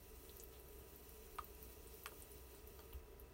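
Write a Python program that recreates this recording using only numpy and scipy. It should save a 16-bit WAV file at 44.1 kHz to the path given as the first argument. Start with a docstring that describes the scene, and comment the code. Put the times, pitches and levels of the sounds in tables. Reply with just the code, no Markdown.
"""A small room, an ultrasonic humidifier on a table, one close microphone.
The mist fountain is fluttering noise with fine ringing spray; the fan is rushing noise, mains hum and whine.
Spray drops tick on the plastic tank as short rings, and one fat drop plops as a slap and two bubble tones.
A hand brushes the plastic in swells of noise and clicks on housing and knob, which ring in their modes.
It turns the knob down, and the hiss sinks; soft low tones are the thumps of the housing."""
import sys
import numpy as np
from scipy import signal
from scipy.fft import rfft, irfft
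from scipy.io import wavfile

SR = 44100
rng = np.random.default_rng(int(sys.argv[2]) if len(sys.argv) > 2 else 0)


def pcm_store(signal):
    """Save signal as 16-bit PCM."""
    levels = np.round(np.clip(np.atleast_2d(signal), -1, 1) * 32767)
    wavfile.write(sys.argv[1], SR, levels.astype(np.int16).T)


N = 146853
T = np.arange(N) / SR
CUTOFF_HZ = 15850  # top of everything heard
ROOM_T60_S, ROOM_TOP_HZ = 0.11, 3300  # the small room's reflections


def from_db(db):
    """Decibels to gain."""
    return 10 ** (np.asarray(db) / 20)


def rms_one(x):
    """Scale to rms 1."""
    return x / np.sqrt(np.mean(x ** 2) + 1e-20)


def drift(hz):
    """Slow chance movement with rms 1: noise through two equal low-pass poles at hz."""
    step = 40  # samples between the slow values
    settle = 2000  # slow values dropped while the filter settles
    pole = np.exp(-2 * np.pi * hz * step / SR)
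    noise = rng.standard_normal(N // step + 2 + settle)
    slow = signal.lfilter([1], [1, -2 * pole, pole * pole], noise)[settle:]
    return np.interp(np.arange(N) / step, np.arange(len(slow)), rms_one(slow))


def colour(x, spectrum):
    """Weight a sound by a spectrum drawn over log frequency; rms 1."""
    hz, db = np.transpose(spectrum)
    bins = np.maximum(np.arange(N // 2 + 1) * SR / N, 1)
    gain = from_db(np.interp(np.log(bins), np.log(hz), db))
    return rms_one(irfft(rfft(x) * gain, N))


def band(x, low, high):
    """Band-pass between two frequencies in Hz."""
    sos = signal.butter(2, [low, high], "band", fs=SR, output="sos")
    return signal.sosfilt(sos, x + 1e-18)


def soften(x, hz):
    """Low-pass."""
    return signal.sosfilt(signal.butter(2, hz, fs=SR, output="sos"), x + 1e-18)


def ring(x, hz, t60):
    """A two-pole resonator: each unit click sets a dying sine of height 1 ringing."""
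    r = from_db(-60 / (t60 * SR))
    w = 2 * np.pi * hz / SR
    return signal.lfilter([0, np.sin(w)], [1, -2 * r * np.cos(w), r * r], x + 1e-18)


def dying(t60):
    """Time and envelope of a 60 dB decay."""
    t = np.arange(int(t60 * SR) + 2) / SR
    return t, np.exp(-np.log(1000) * t / t60)


def ping(hz, t60, swell=1e-6):
    """A sine that swells and dies."""
    t, fall = dying(t60)
    return np.sin(2 * np.pi * hz * t) * fall * (1 - np.exp(-t / swell))


def burst(t60):
    """Noise that dies, at most a second long."""
    t, fall = dying(t60)
    return rng.standard_normal(SR)[:len(t)] * fall[:SR]


def add(out, s, sound):
    """Mix a sound in at a time in seconds."""
    i = int(s * SR)
    out[i:i + len(sound)] += sound[:N - i]


def reflect(x, db, t60, top_hz=CUTOFF_HZ):
    """A sound with its dense, dying, duller reflections."""
    tail = burst(t60)
    tail = tail / np.linalg.norm(tail)
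    return x + from_db(db) * soften(signal.fftconvolve(x, tail)[:N], top_hz)


PATCHY_HZ, PATCHY_DB = 9.5, 0.9  # each band of the hiss by itself


def fountain_hiss():
    """Noise in bands that waver separately."""
    edges = np.geomspace(1000, 19000, 13)
    hiss = np.zeros(N)
    for low, high in zip(edges, edges[1:]):
        hiss += band(rng.standard_normal(N), low, high) * from_db(PATCHY_DB * drift(PATCHY_HZ))
    return hiss


SPRAY_PER_S, SPRAY_SPREAD_DB, SPRAY_T60_S = 190, 2, 0.0009


def fountain_spray():
    """Fine crackling spray: chance clicks, each ringing very briefly at one of several pitches."""
    sizes = from_db(SPRAY_SPREAD_DB * np.minimum(rng.exponential(1, N), 4))
    signs = rng.choice([-1, 1], N)
    hits = sizes * signs * (rng.random(N) < SPRAY_PER_S / SR)
    pitches = np.linspace(5000, 15800, 14)
    dealt = rng.integers(0, len(pitches), N)
    spray = np.zeros(N)
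    for k, hz in enumerate(pitches):
        spray += ring(hits * (dealt == k), hz, SPRAY_T60_S)
    return spray


# relative strength of the mist fountain: (time [s], level [dB])
MIST_STRENGTH = [(0, -1), (.38, 2.5), (.52, -1.5), (.85, -0.1), (1.15, 0.5), (1.55, 0.1), (2.25, 2.2),
                 (2.55, -1.5), (2.92, -2), (3.1, -7.5), (3.33, -9.5)]
# spectrum of the fountain, for hiss and spray: (frequency [Hz], relative level [dB per Hz])
HISS_SPECTRUM = [(1500, -16.5), (3200, -5), (4900, -10), (6200, -6), (7300, -9), (9600, -5.5), (10400, -8),
                 (11800, -3), (14800, -1), (16000, 5)]
HISS_DB, SPRAY_DB = -62.5, -76  # rms before the mist strength
FLUTTER_HZ, FLUTTER_DB = 13.7, 1.0  # whole fountain
MIST_ECHO_DB, MIST_ECHO_T60_S = -1.5, 0.038


def fountain():
    """Hiss, coloured by the tank walls, and spray flutter together and follow the strength of the mist."""
    strength_db = np.interp(T, *np.transpose(MIST_STRENGTH))
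    flow = from_db(strength_db + FLUTTER_DB * drift(FLUTTER_HZ))
    hiss = fountain_hiss()
    spray = fountain_spray()
    hiss = reflect(hiss, MIST_ECHO_DB, MIST_ECHO_T60_S)
    hiss = from_db(HISS_DB) * colour(hiss, HISS_SPECTRUM)
    spray = from_db(SPRAY_DB) * colour(spray, HISS_SPECTRUM)
    return flow * (hiss + spray)


# air of the fan and the room: (frequency [Hz], relative level [dB per Hz])
AIR_SPECTRUM = [(22, -33), (28, -4.5), (34, 4), (45, -3.5), (75, 1), (100, -10), (135, -9), (175, -14),
                (215, -11), (255, -14), (320, -12), (520, -20), (650, -16), (780, -19), (900, -25),
                (1600, -25.5), (3000, -32), (6000, -36.5), (16000, -54)]
# resonances of the air duct: (frequency [Hz], width [Hz], level before the rumble cut [dB rms])
DUCT_RESONANCES = [(386.8, 39.7, -70.5), (434.2, 45.5, -67.5), (584.5, 23, -80), (1069, 66, -88),
                   (1254, 110, -81), (1920, 37, -94), (2629, 50, -87)]
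# mains hum and fan whine: (frequency [Hz], level before the rumble cut [dB rms], rms pitch wobble [share])
HUM_AND_WHINE = [(61.36, -64.5, 0.0055), (295.7, -82.5, .003), (972.7, -80, 0.0016), (1952, -87.5, 0.00158),
                 (2673, -86.5, 0.005)]
AIR_DB, WOBBLE_HZ, RUMBLE_CUT_HZ = -63, 4.84, 25  # air level is rms before the rumble cut


def fan():
    """Rushing air, noise narrowed by duct resonances, and wobbling sines for hum and thin whine."""
    out = from_db(AIR_DB) * colour(rng.standard_normal(N), AIR_SPECTRUM)
    for hz, width, db in DUCT_RESONANCES:
        resonance = band(rng.standard_normal(N), hz - width / 2, hz + width / 2)
        out += from_db(db) * rms_one(resonance)
    for hz, db, wobble in HUM_AND_WHINE:
        pitch = hz * (1 + wobble * drift(WOBBLE_HZ))
        out += from_db(db) * rms_one(np.sin(2 * np.pi * np.cumsum(pitch) / SR))
    return signal.sosfilt(signal.butter(6, RUMBLE_CUT_HZ, "high", fs=SR, output="sos"), out)


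# spray drops that hit the tank: (time [s], snap peak before reflections [dB], ring frequency [Hz])
TANK_DROPS = [(0.2943, -51, 3550), (0.369, -37.5, 14600), (.399, -41, 7000), (0.3998, -55.5, 4900),
              (0.427, -48, 11500), (0.437, -37, 13200), (.487, -47, 14400), (.599, -47, 12100),
              (0.687, -48, 12300), (.788, -46, 12400), (0.96, -40.5, 13400), (1.093, -44.5, 12200),
              (1.175, -58, 7300), (1.358, -45, 11700), (1.385, -48, 9200), (1.4447, -36, 14600),
              (1.5495, -47.5, 11800), (1.628, -36, 14100), (1.873, -45.5, 9000), (1.942, -42, 14300),
              (2.036, -39, 12900), (2.0688, -41.5, 8900), (2.081, -47, 14000), (2.2035, -43, 13700),
              (2.2222, -40, 9030), (2.317, -42, 10650), (2.549, -50.5, 8700), (2.675, -40.5, 13500),
              (2.805, -45, 14500), (2.9282, -53, 2850), (2.933, -40.5, 13600), (3.1982, -41.5, 12360)]
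TICK_RING_CYCLES, TICK_RING_DB = 19.5, -0.5  # cycles to fall 60 dB; level against the snap
TICK_SNAP_WIDTH = 1.164  # frequency ratio from the centre to each edge
TANK_DB, TANK_T60_S = -0.5, 0.08


def ticks():
    """Larger spray drops snap (a band-passed click) and ring briefly inside the reflecting tank."""
    out = np.zeros(N)
    for s, db, hz in TANK_DROPS:
        snap = band(signal.unit_impulse(256), hz / TICK_SNAP_WIDTH, hz * TICK_SNAP_WIDTH)
        add(out, s, from_db(db) * snap / np.abs(snap).max())
        add(out, s, from_db(db + TICK_RING_DB) * ping(hz, TICK_RING_CYCLES / hz))
    return reflect(out, TANK_DB, TANK_T60_S)


# fingers brush the plastic: (middle [s], length [s], level at the middle [dB rms], frequency [Hz])
BRUSHES = [(0.548, 0.063, -71, 3260), (1.925, .07, -76.5, 4900), (2.595, 0.019, -74, 4300)]
BRUSH_WIDTH = 1.26  # frequency ratio from the centre to each edge


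def rubbing():
    """Skin brushes over the plastic: a faint swish of band-passed noise that swells and fades."""
    out = np.zeros(N)
    for s, length, db, hz in BRUSHES:
        swell = np.exp(-(2 * (T - s) / length) ** 2)
        swish = rms_one(band(rng.standard_normal(N), hz / BRUSH_WIDTH, hz * BRUSH_WIDTH))
        out += from_db(db) * swell * swish
    return out


# bubbles of the fat drop: (time [s], level before swell and filter [dB], frequency [Hz], swell [s], t60 [s])
BUBBLES = [(1.3865, -36, 1107, 0.00014, 0.038), (1.3898, -29.5, 1208, 0.00094, 0.028)]
# levels of the drop are taken before its filters and reflections
SPLASH_S, SPLASH_DB, SPLASH_HZ, SPLASH_T60_S, SPLASH_TOP_HZ = 1.3853, -31, 2600, 0.0012, 4800
SPATTER_DB, SPATTER_T60_S, SPATTER_LOW_HZ, SPATTER_HIGH_HZ = -49.5, 0.093, 700, 4000
CAVITY_DB, CAVITY_HZ, CAVITY_T60_S = -45, 845, 0.025
PLOP_LOW_HZ, PLOP_HIGH_HZ, PLOP_ROOM_DB = 604, 6400, -9.5


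def plop():
    """A fat drop slaps the water, spatters and knocks hollowly in the tank; two bubbles ring in turn."""
    out = np.zeros(N)
    slap = soften(ping(SPLASH_HZ, SPLASH_T60_S), SPLASH_TOP_HZ)
    spatter = band(burst(SPATTER_T60_S), SPATTER_LOW_HZ, SPATTER_HIGH_HZ)
    add(out, SPLASH_S, from_db(SPLASH_DB) * slap)
    add(out, SPLASH_S, from_db(SPATTER_DB) * spatter)
    add(out, SPLASH_S, from_db(CAVITY_DB) * ping(CAVITY_HZ, CAVITY_T60_S))
    for s, db, hz, swell, t60 in BUBBLES:
        add(out, s, from_db(db) * ping(hz, t60, swell))
    return reflect(band(out, PLOP_LOW_HZ, PLOP_HIGH_HZ), PLOP_ROOM_DB, ROOM_T60_S, ROOM_TOP_HZ)


# soft thumps of the housing: (time [s], level before the swell [dB], frequency [Hz], swell [s], t60 [s])
THUMPS = [(1.391, -39, 66.3, 0.013, 0.15), (2.94, -29.5, 62.4, 0.025, .13)]


def housing_thumps():
    """The housing thumps gently: low sines that swell and die."""
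    out = np.zeros(N)
    for s, db, hz, swell, t60 in THUMPS:
        add(out, s, from_db(db) * ping(hz, t60, swell))
    return out


CLICK_CRACK_DB, CLICK_CRACK_T60_S = -11, 0.0024  # against the level of the click
CRACKLE_PER_S, CRACKLE_DB, CRACKLE_T60_S = 900, -14, 0.085


def strike(clicks, modes, low_hz):
    """Each contact cracks and rings the modes of a plastic part, then slips in a short, ragged crackle."""
    out = np.zeros(N)
    for s, db, contact_hz in clicks:
        hit = np.zeros(N)
        add(hit, s, from_db(CLICK_CRACK_DB) * burst(CLICK_CRACK_T60_S))
        for hz, mode_db, t60 in modes:
            add(hit, s, from_db(mode_db) * ping(hz, t60))
        # sparse, dying copies of the hit
        slips = from_db(CRACKLE_DB) * burst(CRACKLE_T60_S)
        slips = slips * (rng.random(SR)[:len(slips)] < CRACKLE_PER_S / SR)
        crackle = signal.fftconvolve(hit, slips)[:N]
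        out += from_db(db) * band(hit + crackle, low_hz, contact_hz)
    return out


# clicks on the housing: (time [s], gain on the modes [dB], upper edge set by the contact [Hz])
HOUSING_CLICKS = [(2.0597, -34, 12000), (2.0675, -57, 3530)]
# modes of the plastic housing: (frequency [Hz], relative level [dB], t60 [s])
HOUSING_MODES = [(1227, -18.5, 0.04), (1400, -7.5, 0.022), (1610, -12, 0.015), (1900, -9, 0.017),
                 (2280, -9, 0.013), (2630, -7.5, 0.011), (3140, -10, 0.01), (4300, -11.5, 0.0057),
                 (5000, -10.5, 0.0051), (6000, -18.5, 0.005), (8240, -15, 0.0075), (11500, -1, 0.0027)]
# clicks of the fingers on the knob: (time [s], gain on the modes [dB], upper edge set by the contact [Hz])
FINGER_CLICKS = [(2.1195, -47.5, 2200), (2.541, -55, 4000), (2.7921, -42, 9000), (2.838, -57, 5000),
                 (2.929, -51, 2400)]
# modes of the knob on its shaft: (frequency [Hz], relative level [dB], t60 [s])
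KNOB_MODES = [(350, -11, .035), (630, -12, .03), (985, -11, .035), (1200, -13, .028), (1440, -14, .012),
              (3280, -12, .011), (4600, -8, .006), (6200, -11, .004)]
HOUSING_LOW_HZ, KNOB_LOW_HZ, CLICK_ROOM_DB = 1110, 265, -4.5


def hand():
    """Fingers click on the housing and the knob, duller for a softer contact, and the room answers."""
    housing = strike(HOUSING_CLICKS, HOUSING_MODES, HOUSING_LOW_HZ)
    knob = strike(FINGER_CLICKS, KNOB_MODES, KNOB_LOW_HZ)
    return reflect(housing + knob, CLICK_ROOM_DB, ROOM_T60_S, ROOM_TOP_HZ)


def scene():
    """Everything at one close microphone."""
    machine = fountain() + fan()
    drops = ticks() + plop()
    handling = hand() + housing_thumps() + rubbing()
    return (machine + drops + handling)[None]


def record(dry):
    """The top is cut steeply by an elliptic low-pass."""
    return signal.sosfilt(signal.ellip(12, 0.1, 70, CUTOFF_HZ, fs=SR, output="sos"), dry)


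dry = scene()
out = record(dry)
pcm_store(out)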